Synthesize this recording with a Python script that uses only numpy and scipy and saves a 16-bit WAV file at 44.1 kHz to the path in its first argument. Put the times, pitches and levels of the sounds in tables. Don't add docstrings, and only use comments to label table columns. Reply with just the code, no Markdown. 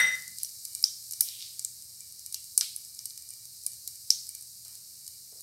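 import sys
import numpy as np
from scipy import signal
from scipy.fft import rfft, irfft, next_fast_len
from scipy.io import wavfile
from scipy.ndimage import uniform_filter1d

SR = 44100
rng = np.random.default_rng(int(sys.argv[2]) if len(sys.argv) > 2 else 0)


def to_wav(sig):
    pcm = np.clip(np.atleast_2d(sig), -1, 1) * 32767
    pcm = np.round(pcm).astype(np.int16)
    wavfile.write(sys.argv[1], SR, pcm.T)


N = 239154
T = np.arange(N) / SR


def undb(db):
    return 10 ** (np.asarray(db) / 20)


def unit(x):
    return x / np.sqrt(np.mean(x ** 2) + 1e-30)


def packet(x):
    return x / np.sqrt(np.sum(x ** 2) + 1e-30)


def fade(t, t60):
    return (t >= 0) * np.exp(-np.log(1000) * np.maximum(t, 0) / t60)


def colour(x, points, centre_hz=None, octaves=1):
    size = next_fast_len(len(x)) * 2
    log_f = np.log2(np.maximum(np.arange(size // 2 + 1) * SR / size, 1))
    hz, db = np.transpose(points)
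    gain = undb(np.interp(log_f, np.log2(hz), db))
    if centre_hz:
        gain = gain / (1 + ((log_f - np.log2(centre_hz)) / octaves) ** 2)
    cepstrum = irfft(np.log(gain))
    cepstrum[1:size // 2] *= 2
    cepstrum[size // 2 + 1:] = 0
    response = np.exp(rfft(cepstrum))
    return irfft(rfft(x, size) * response)[:len(x)]


def resonate(x, hz, width_hz):
    b, a = signal.iirpeak(min(hz, SR / 2 - 1000), hz / width_hz, fs=SR)
    return signal.lfilter(b, a, x)


def walk(rate_hz):
    step = int(SR / rate_hz)
    held = np.repeat(rng.standard_normal(N // step + 1), step)
    return unit(uniform_filter1d(held, step)[:N])


def grains(rate_hz, spread_db):
    sizes = undb(spread_db * np.minimum(rng.exponential(size=N), 2 * np.pi))
    return unit((rng.random(N) < rate_hz / SR) * sizes * rng.choice([-1, 1], N))


def add(out, s, x):
    start = max(int(s * SR), 0)
    out[start:start + len(x)] += x[:max(N - start, 0)]


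# start in seconds, level in dB, bubble pitch in Hz,
# bubble's share of the energy 0-1.
LOUD_POPS = [(.279, -39, 8600, 0), (.385, -35, 8440, 0.3), (0.432, -25.5, 10960, 0.63),
             (0.447, -33, 5740, 0.7), (.6517, -32, 7500, 0), (.75, -29.5, 8600, 0.35),
             (0.827, -31, 11360, 0.8), (0.8399, -13.5, 5320, .88), (1.1104, -34, 9000, 0.15),
             (1.1227, -33, 11800, 0.4), (1.135, -34, 5540, 0), (1.2075, -15.5, 12300, 0.04),
             (1.287, -34.5, 4320, 0.36), (1.4243, -39.5, 3900, 0.5), (1.5941, -30.5, 7130, 0.4),
             (1.648, -25, 7600, 0.77), (2.0059, -40.5, 7800, 0.66), (2.262, -35, 8340, .23),
             (2.325, -34.5, 8760, 0.2), (2.344, -28.5, 6200, 0), (2.5771, -14, 9600, 0.48),
             (2.61, -20.5, 3200, 0.01), (2.7622, -30.5, 10650, 0.82), (2.9905, -35.5, 5540, 0.7),
             (3.056, -30, 8870, 0.33), (3.1064, -41.5, 5300, 0.16), (3.176, -38, 7150, 0),
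             (3.3053, -38.5, 8800, 0.7), (3.664, -24, 9470, 0.65), (3.8758, -31, 10200, 0.1),
             (4.104, -13, 5510, 0.76), (4.291, -34.5, 9800, 0.4), (4.35, -36, 8570, 0.03),
             (5.078, -37.5, 8000, 0.03)]
# frequency in Hz, gain in dB.
WALL_DRIVE = [(1260, 22), (2400, 16)]
POP_ROOM_DB = -8.5


def pops():
    near, far = np.zeros(N), np.zeros(N)
    for s, db, bubble_hz, share in list(LOUD_POPS) + faint_pops():
        direct, thrown = droplet(db, bubble_hz, share)
        add(near, s, direct)
        add(far, s, undb(POP_ROOM_DB) * thrown)
    return near + kitchen(far) + pot_walls(colour(far, WALL_DRIVE))


# frequency in Hz, relative level in dB.
BURST_COLOUR = [(100, -13), (900, -17.5), (2000, -15.5), (3400, -15), (4100, -3.5), (5300, 0.5),
                (6800, -6.5), (8800, -0.5), (10100, -7.5), (11300, -1.5), (13500, -6.5), (16000, -18)]
DROPLET_HZ, CRACK_FOLLOWS = 8570, 0.7
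FULL_POP_DB, HALVING_DB = -13, 34.5
CRACK_T60_S, POT_T60_S, BUBBLE_S = 0.017, 0.039, 0.0033
POT_ECHO_DB, BUBBLE_ROOM_DB = -8, -4.5


def droplet(db, bubble_hz, share, glide=0.21, smear=0.29, size=2048):
    t = T[:size]
    noise = rng.standard_normal((3, size))
    length = 2 ** ((db - FULL_POP_DB) / HALVING_DB)
    crack_hz = DROPLET_HZ * (bubble_hz / DROPLET_HZ) ** CRACK_FOLLOWS

    def burst(n, t60):
        shaped = colour(n * fade(t, t60), BURST_COLOUR, crack_hz, octaves=0.78)
        return np.sqrt(1 - share) * packet(shaped)

    crack = burst(noise[0], CRACK_T60_S * length)
    echoes = burst(noise[1], POT_T60_S)

    life = np.minimum(t / (BUBBLE_S * length), 1)
    pitch_hz = bubble_hz * (1 + glide * (life - .58))
    tone = np.sin(np.pi * life) * np.sin(2 * np.pi * np.cumsum(pitch_hz) / SR)
    bubble = np.sqrt(share) * packet(tone)

    width_hz = smear * bubble_hz
    smeared = resonate(noise[2] * fade(t, POT_T60_S), bubble_hz, width_hz)
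    bubble_echoes = np.sqrt(share) * packet(resonate(smeared, bubble_hz, width_hz))

    gain = undb(db) * np.sqrt(.005 * SR)
    direct = packet(crack + bubble) + undb(POT_ECHO_DB) * echoes
    thrown = echoes + undb(BUBBLE_ROOM_DB) * bubble_echoes
    return gain * direct, gain * thrown


FAINT_PER_S, FAINT_DB, FAINT_OCTAVES, FAINT_SHARE = 6, -43, 0.2, .2


def faint_pops():
    chance = rng.random((int(FAINT_PER_S * N / SR), 2))
    return [(when * N / SR, FAINT_DB, DROPLET_HZ * 2 ** (FAINT_OCTAVES * (2 * pitch - 1)), FAINT_SHARE)
            for when, pitch in chance]


# time in seconds, level in dB before stirring and flicker.
SIZZLE_LEVEL = [(0.2, -45.5), (1.36, -44.5), (1.96, -48.5), (2.61, -46.5), (3.35, -48), (4.24, -46),
                (4.47, -48), (5.42, -48)]
# frequency in Hz, relative level in dB.
HISS_COLOUR = [(900, -33), (3500, -24), (3850, -6.5), (4600, 1), (5400, 1), (6200, -3), (7500, -1),
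               (8700, 2), (10100, -4.5), (11300, -2), (13500, -4.5), (15500, -12)]
STIR_HISS_DB = -0.5
WALLS_CALM_DB, WALLS_STIRRED_DB = -83.5, -70


def sizzle():
    stirred = stir()
    fizz = grains(rate_hz=8300, spread_db=1.5)
    tick = packet(rng.standard_normal(256) * fade(T[:256], .007))
    ticks = np.convolve(grains(rate_hz=60, spread_db=2), tick)[:N]
    level_db = np.interp(T, *np.transpose(SIZZLE_LEVEL)) + STIR_HISS_DB * stirred + 0.35 * walk(19)
    hiss = unit(colour(fizz + undb(-16) * ticks, HISS_COLOUR)) * undb(level_db)
    shaking = undb(WALLS_CALM_DB) + undb(WALLS_STIRRED_DB) * stirred
    walls = unit(pot_walls(fizz)) * shaking * undb(2.2 * walk(13.0))
    return hiss + walls


STIR_T60_S = 0.47


def stir():
    return np.max([fade(T - s, STIR_T60_S) for s, *_ in LOUD_POPS], axis=0)


# start in seconds, time to the peak in seconds, level in dB, centre in Hz.
SPITS = [(.39, 0.02, -51.5, 5300), (1.2075, 0.017, -41, 13100), (1.225, 0.07, -53.5, 3670),
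         (1.385, 0.028, -47, 4860), (2.335, 0.013, -59.5, 3060), (2.606, 0.021, -44, 4040)]


def spits():
    out = np.zeros(N)
    for s, rise_s, db, hz in SPITS:
        age = np.maximum(T - s, 0) / rise_s
        bubbles = grains(rate_hz=1000, spread_db=3.5)
        swarm = unit(colour(bubbles, [(600, -28), (2200, -2.5), (3400, -4.0)], hz, octaves=0.36))
        out += undb(db) * swarm * age * np.exp(1 - age)
    return out + kitchen(out) + undb(8) * pot_walls(out)


# frequency in Hz, level in dB before the grip, t60 in seconds,
# beat rate in Hz, beat depth -1..1 (negative swells first).
STEEL_MODES = [(1451, -37.5, .25, 6.6, 0.36), (1697, -28.5, 0.076, 14, .3), (1850, -41, .25, 13, 0.02),
               (1974, -36.5, 0.33, 51, .3), (1892, -52, 0.41, 16, .4), (2015, -43, 0.3, 7.6, 0.67),
               (2031, -21.5, .8, 21.5, .35), (3704, -33, .7, 21, .35), (5798, -31, .6, 18, -.65),
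               (8390, -35, .5, 13, .5), (3650, -35.5, 0.49, 4.5, .3), (9860, -36, 0.22, 24, 0.37),
               (12800, -39, .2, 15, 0.24)]
# time in seconds, gain of the ring in dB.
GRIP = [(0, 1), (.152, 2.5), (.188, -9), (.35, -10), (.39, -26)]
# time in seconds, relative level in dB.
CONTACTS = [(0, -21), (.042, -43), (0.081, -39.5)]
# frequency in Hz, relative level in dB.
CLATTER_COLOUR = [(40, -58), (110, -29.5), (175, -10.5), (240, -29), (600, -22), (1100, -20), (1600, -8.5),
                  (2000, 6), (2300, -14.5), (3200, -15.5), (5000, -23), (9000, -33.5), (15000, -29)]
STEEL_ATTACK_S, CLATTER_T60_S, CLATTER_GAIN_DB, CLATTER_ROOM_DB = 0.00061, 0.44, 12, -14.5


def utensil():
    ring = np.zeros(N)
    for hz, db, t60, beat_hz, depth in STEEL_MODES:
        beating = 1 + depth * np.cos(2 * np.pi * beat_hz * T)
        ring += undb(db) * fade(T, t60) * beating * np.sin(2 * np.pi * hz * T)
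    ring = ring * undb(np.interp(T, *np.transpose(GRIP)))
    ring = ring * (1 - np.exp(-T / STEEL_ATTACK_S))
    blows = np.sqrt(sum((undb(db) * fade(T - s, CLATTER_T60_S)) ** 2 for s, db in CONTACTS))
    clatter = colour(blows * rng.standard_normal(N), CLATTER_COLOUR) * undb(CLATTER_GAIN_DB)
    return ring + clatter + undb(CLATTER_ROOM_DB) * kitchen(clatter)


# start
# in seconds, level in dB, centre in Hz, half-width in octaves, t60 in seconds.
KNOCKS = [(0.277, -64, 180, 0.41, 0.46), (0.8411, -58, 1410, 0.46, 0.1), (1.208, -41.5, 740, 1.6, 0.012),
          (2.578, -42.5, 750, 1.3, 0.015), (2.611, -46.5, 1560, 0.44, 0.1), (4.352, -70, 2300, 0.36, .2),
          (4.657, -64.5, 1380, 2.8, 0.86), (5.324, -64, 438, 0.59, 0.48)]


def knocks():
    out = np.zeros(N)
    for s, db, hz, octaves, t60 in KNOCKS:
        body = unit(colour(rng.standard_normal(N), [(50, -20), (200, -15)], hz, octaves=octaves))
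        out += undb(db) * fade(T - s, t60) * body
    return out + undb(12.5) * pot_walls(out)


# frequency in Hz, relative level in dB.
BURNER_COLOUR = [(25, -24.5), (50, -13.5), (78, 2.5), (110, 6), (150, -3.5), (185, -7.5), (230, -11),
                 (600, -16), (1200, -23.5), (3000, -17.5)]
# frequency in Hz, mean level in dB.
HUM = [(78, -80), (120, -73.5), (181, -82)]
BURNER_DB = -67.5


def burner():
    out = unit(colour(rng.standard_normal(N), BURNER_COLOUR)) * undb(BURNER_DB + 0.77 * walk(4.6))
    for hz, db in HUM:
        tone = np.sin(2 * np.pi * hz * T + 0.5 * walk(12))
        out += undb(db + 2 * walk(2.3)) * np.sqrt(2) * tone
    return out


# frequency in Hz, width in Hz, gain in dB.
POT_MODES = [(1255, 50, -19), (1924, 31, -14), (2345, 38, -3), (2970, 83, -10)]


def pot_walls(x):
    return sum(undb(db) * resonate(x, hz, width_hz) for hz, width_hz, db in POT_MODES)


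ROOM_T60_S, ROOM_TOP_T60_S, ROOM_SPLIT_HZ, ROOM_BUILD_S = 0.45, 0.28, 9000, 0.00067


def kitchen(x):
    t = T[:N // 4]

    def band(kind):
        sos = signal.butter(2, ROOM_SPLIT_HZ, kind, fs=SR, output="sos")
        return signal.sosfilt(sos, rng.standard_normal(len(t)))

    tail = band("low") * fade(t, ROOM_T60_S) + band("high") * fade(t, ROOM_TOP_T60_S)
    tail = tail * (1 - np.exp(-t / ROOM_BUILD_S))
    return signal.fftconvolve(x, packet(tail))[:N]


def place(x, left_db):
    middle = resonate(x, 1900, 750)
    return x + middle * (undb(np.array([[left_db], [-left_db]]) / 2) - 1)


UTENSIL_LEFT_DB = 3.3


def scene():
    return pops() + sizzle() + spits() + burner() + knocks() + place(utensil(), UTENSIL_LEFT_DB)


PORT_HZ, PORT_WIDTH_HZ, PORT_RIGHT_DB = 9900, 600, 4.6
TOP_HZ = 15750


def record(dry):
    both = signal.sosfilt(signal.butter(2, 20, "high", fs=SR, output="sos"), dry)
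    port_gain = undb(np.array([[-PORT_RIGHT_DB], [PORT_RIGHT_DB]]) / 2)
    both = both + resonate(both, PORT_HZ, PORT_WIDTH_HZ) * (port_gain - 1)
    top_cut = signal.ellip(10, .2, 70, TOP_HZ, fs=SR, output="sos")
    return signal.sosfilt(top_cut, np.clip(both, -1, 1))


dry = scene()
out = record(dry)
to_wav(out)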